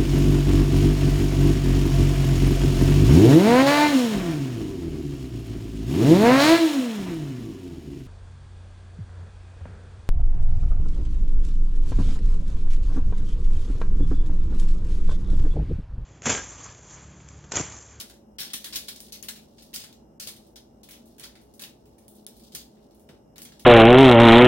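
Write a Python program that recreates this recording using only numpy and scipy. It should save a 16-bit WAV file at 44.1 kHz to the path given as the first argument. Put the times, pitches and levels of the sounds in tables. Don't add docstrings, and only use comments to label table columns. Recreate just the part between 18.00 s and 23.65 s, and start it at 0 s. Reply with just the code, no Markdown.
import sys
import numpy as np
from scipy import signal
from scipy.fft import rfft, irfft, next_fast_len
from scipy.io import wavfile
from scipy.ndimage import uniform_filter1d, minimum_filter1d, map_coordinates

SR = 44100
rng = np.random.default_rng(int(sys.argv[2]) if len(sys.argv) > 2 else 0)


def digitize_waveform(pressure):
    field = np.atleast_2d(pressure).T
    bounded = np.clip(field, -1, 1)
    quanta = np.round(bounded * 32767).astype(np.int16)
    wavfile.write(sys.argv[1], SR, quanta)


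def natural_amplitude(level_db):
    exponent = np.asarray(level_db, float) / 20
    return 10 ** exponent


N = 249165


def unit(x):
    return x / np.sqrt(np.mean(x ** 2) + 1e-20)


def along(points, hz):
    f, value = np.transpose(points)
    return np.interp(np.log(hz + 1), np.log(f + 1), value)


def filtered(x, response):
    m = next_fast_len(N + SR // 2)
    return irfft(rfft(x, m) * response(np.fft.rfftfreq(m, 1 / SR)), m)[..., :N]


def wobble(rate):
    knots = rng.standard_normal(int(N * rate / SR) + 4)
    return map_coordinates(knots, [np.arange(N) * rate / SR])


def rush(gain):
    # f/Hz, correlation
    alike = [(60, 0.92), (290, 0.94), (640, 0.017), (1400, 0), (3000, 0.077)]

    def mid_side_gain(hz):
        turn = np.arccos(np.clip(along(alike, hz), -1, 1)) / 2
        return gain(hz) * [np.cos(turn), np.sin(turn)]

    mid, side = filtered(rng.standard_normal((2, N)), mid_side_gain)
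    return unit(np.array([mid + side, mid - side]))


def kitchen():
    # f/Hz, level/dB
    drone = [(15, -38), (25, -18), (59, -3), (161, -9), (229, 1.5), (285, -4), (641, -9.5), (1610, -30),
             (2550, -38.5), (2910, -33), (4490, -57), (5280, -30.5), (10700, -53), (12500, -52),
             (16000, -58)]
    # f/Hz, width/Hz, level/dB
    hum = [(57.8, 6.8, -66), (126.3, 9.2, -71.5), (159.1, 7.3, -69), (211, 3.2, -62), (234.3, 15.6, -65.5),
           (332, 27, -66.5), (419, 18.7, -68.5), (567, 12.5, -69), (632.5, 7.6, -71.5), (773, 125, -71.5),
           (880, 61, -75), (5200, 140, -86), (8650, 2100, -86), (12700, 830, -85)]
    # f/Hz, rms level/dB
    whine_hz, whine_db = (2832, -89)

    def resonances(f):
        power = sum(natural_amplitude(db) ** 2 / w / (1 + ((f - centre) / w * 2) ** 4) for centre, w, db in hum)
        return np.sqrt(power)

    hum_rms = np.sqrt(sum(natural_amplitude(db) ** 2 for _, _, db in hum))
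    whine_level = natural_amplitude(whine_db + 3 + 1.5 * wobble(7))
    phase = 2 * np.pi * whine_hz * np.arange(N) / SR + .25 * wobble(40) + [[0], [.7]]
    whine = whine_level * np.sin(phase)
    broad = natural_amplitude(-54 - 3) * rush(lambda hz: natural_amplitude(along(drone, hz)))
    return broad + hum_rms * rush(resonances) + whine


def touches():
    # t/s, peak/dB, dull part/dB, bright part/dB, fade/dB per 10 ms
    buckles = [(0.0024, -30, -13.5, -8.5, 3.5), (0.3835, -23, -12.5, -9, 1.5), (0.401, -38.5, -8, 6, 6),
               (0.533, -23.5, -14.5, -4.5, 4.5), (0.6419, -28, -17.5, -8, 7),
               (0.7294, -28.5, -12.5, -15, 8), (0.7567, -23, -13.5, -4, 10.5), (0.883, -29, -13.5, -6, 5.5),
               (1.1221, -32, -27, -8, 9), (1.2251, -38, -11, 0.5, 2.5), (1.2845, -28, -12, -4, 8.5),
               (1.737, -28, -18.5, -2.5, 2.5), (1.7442, -30.5, -15.5, -14, 0.5), (1.7599, -32, -16, -5, 22),
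               (2.197, -28.5, -15.5, -5.5, 2), (2.2709, -29.5, -15.5, -5, 5.5),
               (2.5569, -37.5, -18, -13, 4.5), (3.1956, -37, -12, -7.5, 2.5), (3.2345, -35, -6.5, -7, 5),
               (3.5944, -34.5, -10.5, -6, 2), (3.6189, -37, -13, -3, 14), (3.6362, -36.5, -7.5, -11, 10),
               (4.5189, -35, -16, -12, 0.1), (4.549, -29.5, -15, -3, 8.5)]
    # t/s, peak/dB, dull part/dB, bright part/dB
    taps = [(0.0967, -42, -12, -8), (0.5009, -39.5, -11, -13), (0.658, -38.5, -4, 0),
            (0.7486, -29, -12, -8), (0.9588, -36.5, -22, -12), (1.0023, -47, -8, 6),
            (1.0824, -50.5, -11, -20), (1.1368, -34, -15.5, -10), (1.3592, -41.5, -12.5, -8),
            (1.5814, -43.5, -17, -21), (1.6212, -45.5, -17, -4.5), (1.838, -40, -10, -8.5),
            (1.9258, -46, -22, -15), (2.2857, -42, -5, -6), (2.3627, -44.5, -17, -8.5),
            (2.8319, -45, -15, -4), (2.8868, -47, -2.5, 1.5), (2.908, -42, -11.5, -2),
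            (2.93, -43, -11.5, -15), (3.1814, -49, -7.5, -2), (3.3525, -47.5, -7, -13),
            (4.266, -44, -14, 0.5), (4.3948, -49, -22, -9), (4.4345, -48, -38, -10),
            (5.0886, -49.5, -2, -10), (5.3575, -46.5, -6, -8), (5.38, -41, -7.5, -3.5),
            (5.418, -41.5, -16, 3), (5.453, -39, -13.5, -17), (5.5937, -43, -12.5, -4.5)]
    # t/s, peak/dB, dull part/dB, bright
    # part/dB
    more_taps = [(0.7245, -34, -10, -18), (1.7291, -44, -13, -21), (2.4667, -64, -18, 3),
                 (3.055, -60.5, -17, 4.5), (3.0777, -63.5, -22, 1), (3.4124, -60, -12, 1.5),
                 (3.5376, -54.5, -22, 3), (3.8548, -59.5, -12, -1), (3.9813, -56, -11, 1),
                 (4.0792, -56.5, -34, 9.5), (4.098, -71, -30, 9.5), (4.151, -61.5, -30, 9),
                 (4.365, -55, -19, 2.5), (4.649, -66, -18, 5), (4.7675, -65, 2, -19), (4.908, -58, -14, -8),
                 (4.946, -64, -13, 5), (4.9943, -67, -6, 10), (5.5196, -47, -8.5, -10)]
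    firm = [(s, db, dull, bright, 6, fade) for s, db, dull, bright, fade in buckles]
    light = [(*row, 13, 2.5) for row in taps]
    faint = [(*row, 14.5, 1.5) for row in more_taps]
    return firm + light + faint


def rattle(creases, direct_db, early_db, early_t60, uneven_db):
    t = np.arange(SR // 4) / SR
    tail = natural_amplitude(-60 * t / 0.28)
    shimmer = natural_amplitude(early_db - 60 * t / early_t60)
    click = natural_amplitude(direct_db - 60 * t / 0.0013)
    onset = 1 - np.exp(-t / 0.0003)
    energy = np.abs(signal.fftconvolve(creases ** 2, ((tail + shimmer + click) * onset) ** 2))
    m = next_fast_len(len(energy))
    u = np.linspace(0, 1, m // 2 + 1)
    dents = 0
    for count in (40, 200):
        dents = dents + np.interp(u * count, np.arange(count + 1), rng.standard_normal(count + 1))
    shared = .27
    left, other = rng.standard_normal((2, m))
    pair = np.array([left, shared * left + np.sqrt(1 - shared ** 2) * other])
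    noise = irfft(rfft(pair) * natural_amplitude(uneven_db * dents), m)
    return np.sqrt(energy) * unit(noise)[:, :len(energy)]


def foil():
    # f/Hz, level/dB
    foil_colour = [(530, -21), (900, -18), (1310, -15), (1580, -13), (2330, -8), (3740, 0.5), (7850, -3),
                   (8980, 0), (14800, -3), (15900, 4), (16500, -61)]
    # t/s, level/dB
    rustle = [(0.0, -34.5), (0.2, -104), (0.44, -75), (0.6, -52), (1.0, -56.5), (1.3, -69), (1.45, -68),
              (1.64, -58.5), (1.95, -83), (2.3, -88), (2.44, -65.5), (2.68, -78.5), (3.13, -66),
              (3.7, -77.5), (4.2, -65.5), (4.5, -62), (4.72, -71), (5.65, -92)]
    dull, body, bright = np.zeros((3, 2, N + SR))
    for s, db, dull_db, bright_db, first_db, fade_db in touches():
        when, size = rng.random((2, 60))
        creases = np.zeros(SR // 10)
        at = (when * len(creases)).astype(int)
        creases[at] = natural_amplitude(np.minimum(-3 * np.log(size), 8) - abs(fade_db) * when * 10)
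        creases[0] = natural_amplitude(first_db)
        creases /= np.linalg.norm(creases)
        sound = rattle(creases, direct_db=17, early_db=4, early_t60=.04, uneven_db=2)
        sound *= natural_amplitude(db - 3.5)
        length = sound.shape[1]
        start = round((s + .001) * SR)
        span = slice(start, start + length)
        body[:, span] += sound
        dull[:, span] += sound * natural_amplitude(dull_db + 17)
        bright[:, span] += sound * natural_amplitude(bright_db + 1.5 - 40 * np.arange(length) / SR)
    slide_db = np.interp(np.arange(N) / SR, *np.transpose(rustle))
    clumps = natural_amplitude(3 * wobble(300) + 2.5 * wobble(25))
    grains = unit(rng.standard_normal((2, N)) * clumps)
    body[:, :N] += grains * natural_amplitude(slide_db + 5.5)
    bright[:, :N] += grains * natural_amplitude(slide_db - 3)

    def low(hz):
        return 1 / (1 + (hz / 2500) ** 6)

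    def high(hz):
        return 1 / (1 + (7000 / (hz + 1)) ** 6)

    def colour(hz):
        return natural_amplitude(along(foil_colour, hz))

    near = filtered(dull[:, :N], lambda hz: colour(hz) * low(hz))
    near += filtered(body[:, :N], lambda hz: colour(hz) * (1 - low(hz)) * (1 - high(hz)))
    near += filtered(bright[:, :N], lambda hz: colour(hz) * high(hz))
    return near * natural_amplitude([[.6], [-.6]])


def tray():
    # t/s, peak/dB, pitch/Hz
    thumps = [(0.096, -55, 169), (0.399, -52, 148), (0.461, -49, 199), (0.539, -50, 155),
              (0.756, -50.5, 97), (1.24, -53, 56.5), (1.762, -51, 55.6), (2.267, -48, 198),
              (2.385, -52.5, 51.7), (3.201, -49, 181), (3.621, -53, 181), (3.919, -67, 60),
              (4.539, -48.5, 140), (5.092, -48, 146), (5.126, -49.5, 94), (5.378, -60, 151)]
    out = np.zeros(N + SR)
    t = np.arange(SR // 4) / SR
    puff_band = signal.butter(2, [80, 450], "band", fs=SR)
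    for s, db, hz in thumps:
        puff = unit(signal.lfilter(*puff_band, rng.standard_normal(len(t))))
        ring = np.sin(2 * np.pi * hz * t) + 1.22 * puff
        shape = natural_amplitude(db - 3 - 60 * t / .2) * (1 - np.exp(-t / .003))
        out[round(s * SR):][:len(t)] += shape * ring
    return out[:N]


def snaps():
    # t/s, peak/dB, pitch/Hz, left over right/dB
    flips = [(0.4046, -17, 3960, -4), (0.41, -32, 3100, 0), (0.5375, -29, 5160, 15.5),
             (0.6428, -31, 3890, -8), (0.758, -23, 3700, 10), (0.8817, -20.5, 3520, 1.5),
             (1.0037, -27, 4950, 7), (1.122, -23, 4630, 9), (1.2266, -25, 6600, 19), (1.2844, -21, 3150, 2),
             (1.7404, -18, 2960, -2), (1.7597, -21, 4900, -17), (1.9269, -33, 3640, 2),
             (2.1994, -21.5, 6000, 7), (2.2727, -18, 3240, 8), (2.2854, -37, 3680, -8),
             (2.558, -33, 4160, -3), (3.1965, -25.5, 9500, -6), (3.232, -29, 3560, 1),
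             (3.594, -28.5, 3600, 7), (3.6366, -21.5, 3480, -4), (4.081, -36, 9700, -15),
             (4.2652, -18.5, 9960, 0), (4.5484, -21.5, 9800, -7), (5.3813, -26, 6360, 0),
             (5.4186, -23.5, 12700, -4), (5.451, -25.5, 9900, -4)]
    out = np.zeros((2, N + SR))
    t = np.arange(SR // 100) / SR
    for s, db, hz, pan_db in flips:
        ring = np.sin(2 * np.pi * (hz * t + rng.random((2, 1))))
        tick = .7 * rng.standard_normal((2, len(t)))
        shape = natural_amplitude(db + 1.5 - 60 * t / .0035) * (1 - np.exp(-t / .0004))
        pan = natural_amplitude(np.array([[pan_db / 2], [-pan_db / 2]]))
        out[:, round((s + .0005) * SR):][:, :len(t)] += shape * (ring + tick) * pan
    return filtered(out[:, :N], lambda hz: 1 / (1 + (2200 / (hz + 1)) ** 4) / (1 + (hz / 16000) ** 40))


def scene():
    top_hz, left_leads_s = 15950, 4 / 44100
    steady = filtered(foil(), lambda hz: hz < top_hz)
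    mix = steady + snaps() + tray() + filtered(kitchen(), lambda hz: hz < top_hz)
    return filtered(mix, lambda hz: np.exp(1j * np.pi * hz * left_leads_s * np.array([[1], [-1]])))


def low_pass(x):
    return signal.sosfilt(signal.butter(12, 16990, fs=SR, output="sos"), x)


def record(dry):
    treble = filtered(dry, lambda hz: 1 / (1 + (2500 / (hz + 1)) ** 4))
    level = np.sqrt(np.abs(uniform_filter1d(np.mean(treble ** 2, 0), size=88)) + 1e-14)
    coming = -minimum_filter1d(-level, size=600, origin=-299)
    jump_db = np.log10(coming / level) * 20
    lost = uniform_filter1d(np.clip(jump_db / 8 - 2.65, 0, 1), size=40)
    return low_pass(dry - lost * treble)


dry = scene()
out = record(dry)
digitize_waveform(out)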